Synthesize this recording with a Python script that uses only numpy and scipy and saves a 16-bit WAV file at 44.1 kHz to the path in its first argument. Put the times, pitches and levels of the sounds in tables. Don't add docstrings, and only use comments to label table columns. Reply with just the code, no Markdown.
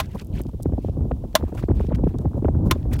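import sys
import numpy as np
from scipy import signal
from scipy.fft import rfft, irfft, next_fast_len
from scipy.io import wavfile
from scipy.ndimage import map_coordinates

SR = 44100
rng = np.random.default_rng(int(sys.argv[2]) if len(sys.argv) > 2 else 0)


def to_wav(sig):
    pcm = np.clip(np.atleast_2d(sig), -1, 1) * 32767
    pcm = np.round(pcm).astype(np.int16)
    wavfile.write(sys.argv[1], SR, pcm.T)


def ratio(d):
    e = np.asarray(d, float) / 20
    return 10 ** e


N = 132300


def unit(x):
    return x / np.sqrt(np.mean(x ** 2) + 1e-20)


def along(points, hz):
    f, v = np.transpose(points)
    return np.interp(np.log(hz + 1), np.log(f + 1), v)


def wobble(knots_per_s):
    return map_coordinates(rng.standard_normal(400), [np.arange(N) * knots_per_s / SR])


def filtered(x, response):
    m = next_fast_len(len(x) + 8192)
    gain = response(np.fft.rfftfreq(m, 1 / SR))
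    return irfft(rfft(x, m) * gain, m)[:len(x)]


def noise(spectrum):
    return unit(filtered(rng.standard_normal(N), lambda hz: ratio(along(spectrum, hz))))


def wavelets(middle_s, hz, db, cycles, phase, half_size):
    k = np.arange(-half_size, half_size)
    t = k / SR
    pitch = hz[:, None]
    bell = np.exp(-(t * pitch / cycles) ** 2 * 2)
    wave = ratio(db)[:, None] * bell * np.sin(2 * np.pi * pitch * t + phase[:, None])
    at = np.round(middle_s * SR).astype(int)[:, None] + k
    return np.bincount(np.clip(at + 1, 0, N + 1).ravel(), wave.ravel(), N + 2)[1:N + 1]


def add(track, start_s, sound):
    part = track[max(round(start_s * SR), 0):][:len(sound)]
    part += sound[:len(part)]


# pitch_hz, level_db (per Hz)
CRACK = [(410, -21), (700, -14.5), (1090, -6), (2270, -11.5), (3500, -10), (8530, -24), (10400, -22.5),
         (14800, -22), (16000, -26)]


def burst(t60s):
    raw = filtered(rng.standard_normal(SR // 4), lambda hz: ratio(along(CRACK, hz)))
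    hz, t, z = signal.stft(unit(raw) / 2, SR, nperseg=64)
    decay = ratio(-60 * t / along(t60s, hz)[:, None])
    return signal.istft(z * decay, SR, nperseg=64)[1][:SR // 4]


# pitch_hz, level_db, t60_s
ICE = [(632, 11, 0.034), (1046, 9.5, 0.048), (1930, -18, 0.034), (3560, -8, 0.059), (4210, -40, 0.042),
       (5060, -18, 0.027), (5389, -43, 0.08), (5650, -9, 0.033), (6900, -17, 0.069), (8000, -40, 0.029)]


def ice_ring(t):
    ring = np.zeros(len(t))
    for hz, level_db, t60 in ICE:
        decay = ratio(level_db + rng.normal(0, 3.3) - 60 * t / t60)
        ring += decay * np.sin(2 * np.pi * hz * t + rng.uniform(0, 5.7))
    return ring * (1 - np.exp(-t / 0.0029))


def ice_shards(t):
    spiky = ratio(4.1 * rng.standard_normal(len(t) // 100 + 1).repeat(100)[:len(t)])
    return spiky * burst([(700, 0.16)])


# start_s, peak_db, ring_db, shards_db (ring and shards relative to the crack)
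BLOWS = [
    (0.0005, -9.5, -17, -33),
    (1.3519, -1, -17.5, -34),
    (2.7105, -4, -18, -39.5),
]
# pitch_hz, t60_s
CRACK_T60 = [(700, 0.058), (3000, 0.032), (8000, 0.04), (15000, 0.03)]


def axe():
    out, t = np.zeros(N), np.arange(SR // 4) / SR
    touch_db, touch_lead_s = -46, 0.022
    for s, db, ring_db, shards_db in BLOWS:
        ring = ratio(ring_db) * ice_ring(t)
        shards = ratio(shards_db) * ice_shards(t)
        crack = burst(CRACK_T60) * (1 - np.exp(-t / 0.0005))
        add(out, s, ratio(db) * (crack + ring + shards))
        touch = ratio(db + touch_db) * burst([(700, 0.015)])
        if s > touch_lead_s:
            add(out, s - touch_lead_s, touch)
    return out


# start_s, peak_db, centre_hz, t60_s
CHIPS = [(0.058, -31, 4760, 0.012), (0.069, -47, 3120, 0.012), (0.197, -19.5, 3400, 0.012),
         (0.2466, -31, 11900, 0.012), (0.2693, -31.5, 11800, 0.012), (0.349, -47, 3510, 0.012),
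         (0.416, -18.5, 13100, 0.012), (0.435, -34, 4360, 0.012), (0.4665, -32, 4220, 0.012),
         (0.5137, -43, 3120, 0.012), (0.606, -42, 2920, 0.012), (0.6245, -26.5, 8310, 0.012),
         (0.6303, -17, 9580, 0.012), (0.7382, -51, 3340, 0.012), (0.7706, -45, 2560, 0.012),
         (0.8969, -36, 2500, 0.012), (1.4024, -45, 3150, 0.012), (1.5494, -32, 6270, 0.012),
         (1.627, -34, 3820, 0.012), (1.7868, -50, 2580, 0.012), (1.8103, -48, 2810, 0.012),
         (1.8672, -30, 3180, 0.012), (1.891, -33.5, 2720, 0.012), (1.914, -41, 2550, 0.012),
         (1.948, -22.5, 2860, 0.012), (2.043, -35, 2510, 0.012), (2.1849, -25, 5470, 0.012),
         (2.829, -36, 2580, 0.012), (2.94, -30, 3090, 0.012), (2.957, -29, 3580, 0.012)]


def chips():
    out, t = np.zeros(N), np.arange(2048) / SR
    ring_db, width = -12.5, 0.54
    for s, db, hz, t60 in CHIPS:
        raw = rng.standard_normal(len(t))
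        tick = unit(filtered(raw, lambda f: np.exp(-(np.log((f + 1) / hz) / width) ** 2 / 2)))
        ring = ratio(ring_db) * np.sin(2 * np.pi * hz * t)
        envelope = ratio(db - 10.5 - 60 * t / t60) * (1 - np.exp(-t / 0.00024))
        add(out, s, envelope * (0.67 * tick + ring))
    return out


# middle_s, half_length_s, level_db, centre_hz
SLUSH = [(0.041, 0.024, -55, 2520), (0.128, 0.031, -59, 2220), (.2, 0.023, -50.5, 2860),
         (0.377, 0.036, -51.5, 2850), (0.849, .07, -65, 4030), (1.471, 0.045, -63, 1430),
         (1.551, 0.011, -61, 1520), (1.586, .016, -46, 1390), (1.618, 0.048, -61, 3350),
         (1.81, 0.069, -58.5, 3000), (1.953, 0.0083, -47, 2600), (2.089, 0.038, -61.5, 1900),
         (2.79, 0.044, -65.5, 2460), (2.94, 0.021, -45.5, 1950), (2.999, 0.011, -43.5, 2530)]


def slush():
    out, time = np.zeros(N), np.arange(N) / SR
    crackles_per_s, pitch_spread, cycles = 1500, 0.45, 3.75
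    sizes_db, fizz_db = -0.5, -4.5
    fizz_colour = [(800, -35.5), (2500, 4), (6000, 0.5), (16000, -2.5)]  # pitch_hz, level_db
    fizz = noise(fizz_colour) * ratio(4.7 * wobble(120))
    for s, half, db, hz in SLUSH:
        count = round(crackles_per_s * 2 * half) + 4
        when, tune, size, turn = rng.standard_normal((250, 4))[:count].T
        pitch = np.clip(hz * np.exp(pitch_spread * tune), 500, 15000)
        level_db = db + sizes_db * np.abs(size)
        out += wavelets(s + half * 0.57 * when, pitch, level_db, cycles, 4 * turn, half_size=300)
        swell = np.exp(-((time - s) / half) ** 2)
        out += ratio(db + fizz_db) * swell * fizz
    return out


# start_s, peak_db, fall_db (per octave above 500 Hz)
EDDIES_EARLY = [(0.149, -25, 12.5), (0.314, -33.5, 19), (0.397, -33, 5), (0.398, -23.5, 5.5),
                (0.452, -18, 30), (0.533, -23.5, 20.5), (0.594, -24.5, 17), (0.654, -14, 13.5),
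                (0.69, -24.5, 15.5), (0.721, -18.5, 17), (0.733, -23.5, 23), (0.774, -16.5, 20),
                (0.847, -15.5, 25), (0.88, -17.5, 16), (0.969, -20, 21), (1.005, -26.5, 13),
                (1.049, -24, 17), (1.109, -10, 9.5), (1.24, -23, 15.5), (1.342, -20.5, 17)]
EDDIES_MID = [(1.407, -18.5, 13.3), (1.43, -15.5, 13.3), (1.518, -22.5, 11.6), (1.577, -32, 11),
              (1.612, -31, 12), (1.628, -17.5, 10), (1.687, -12, 14.5), (1.706, -12, 10.4),
              (1.768, -37.5, 13), (1.799, -16, 8.8), (1.838, -19, 29), (1.879, -19, 30), (1.9, -23, 9.6),
              (1.923, -11, 11.5), (1.985, -19, 14), (2.035, -11, 18.5), (2.066, -12, 18),
              (2.105, -27.5, 19), (2.139, -14.5, 29.5)]
EDDIES_LATE = [(2.145, -22.5, 9.6), (2.192, -22, 15.5), (2.234, -29, 16), (2.251, -13.5, 17),
               (2.272, -27.5, 12.4), (2.311, -32, 14), (2.335, -19.5, 15), (2.359, -21, 15.4),
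               (2.378, -17.5, 17), (2.42, -18, 17.5), (2.445, -9, 12), (2.483, -9.5, 15.5),
               (2.55, -19.5, 12.2), (2.584, -38, 17), (2.595, -24, 19.4), (2.708, -18.5, 16),
               (2.71, -16.5, 7.4), (2.751, -21, 16.5), (2.853, -25.5, 13), (2.923, -20.5, 14)]


def eddies():
    s, db, fall_db = np.transpose([*EDDIES_EARLY, *EDDIES_MID, *EDDIES_LATE])[:, :, None]
    cycles, spread_s, lag_s = 1.045, 0.004, 0.002973
    swing_db_per_octave, eddy_db = 0.5, -5
    octave = np.arange(-6, 6) / 2
    chance = rng.standard_normal((len(s), 4, len(octave)))
    hz = 500 * 2 ** (octave + 0.15 * chance[:, 0])
    at = s + lag_s * 500 / hz + spread_s * (1 + chance[:, 1])
    slope_db = np.where(octave > 0, fall_db, swing_db_per_octave)
    level_db = db - slope_db * octave + eddy_db + 2.85 * chance[:, 2]
    phase = 4 * chance[:, 3]
    return wavelets(at.ravel(), hz.ravel(), level_db.ravel(), cycles, phase.ravel(), half_size=1300)


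# time_s, level_db
WIND = [
    (0.0, -31.5),
    (0.1, -29),
    (2.42, -23.5),
    (2.43, -21.5),
    (3.0, -22.5),
]
# pitch_hz, level_db (per Hz)
RUMBLE = [(12, -41), (20, 0.5), (75, 5.5), (270, -12), (325, -14.5), (542, -28.5), (594, -28.5), (874, -36),
          (1600, -58.5), (2080, -92), (3520, -120)]
# pitch_hz, level_db (per Hz)
FLUTTER = [(100, -17), (220, 2), (500, -16.5), (1000, -22), (2000, -52)]


def wind():
    s, db = np.transpose(WIND)
    strength_db = np.interp(np.arange(N) / SR, s, db)
    rumble = ratio(0.5) * unit(noise(RUMBLE) * ratio(5 * wobble(12)))
    flutter = ratio(-16.5) * unit(noise(FLUTTER) * ratio(12 * wobble(45)))
    return ratio(strength_db) * (rumble + flutter)


# pitch_hz, level_db (per Hz)
HISS = [(880, -13), (1500, -18.5), (3380, -9.5), (4500, -15), (5020, -13.5), (8320, -15.5), (16000, -15)]


def hiss():
    return ratio(-66.5 + 1.2 * wobble(4.5)) * noise(HISS)


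def scene():
    background = hiss() + wind() + eddies()
    return (background + axe() + chips() + slush())[None]


def top_cut(x):
    return signal.sosfilt(signal.butter(12, 16620, fs=SR, output="sos"), x)


def record(dry):
    mix = filtered(dry[0], lambda hz: (hz < 15900) * hz ** 4 / (hz ** 4 + 32 ** 4))
    return top_cut(mix[None])


dry = scene()
out = record(dry)
to_wav(out)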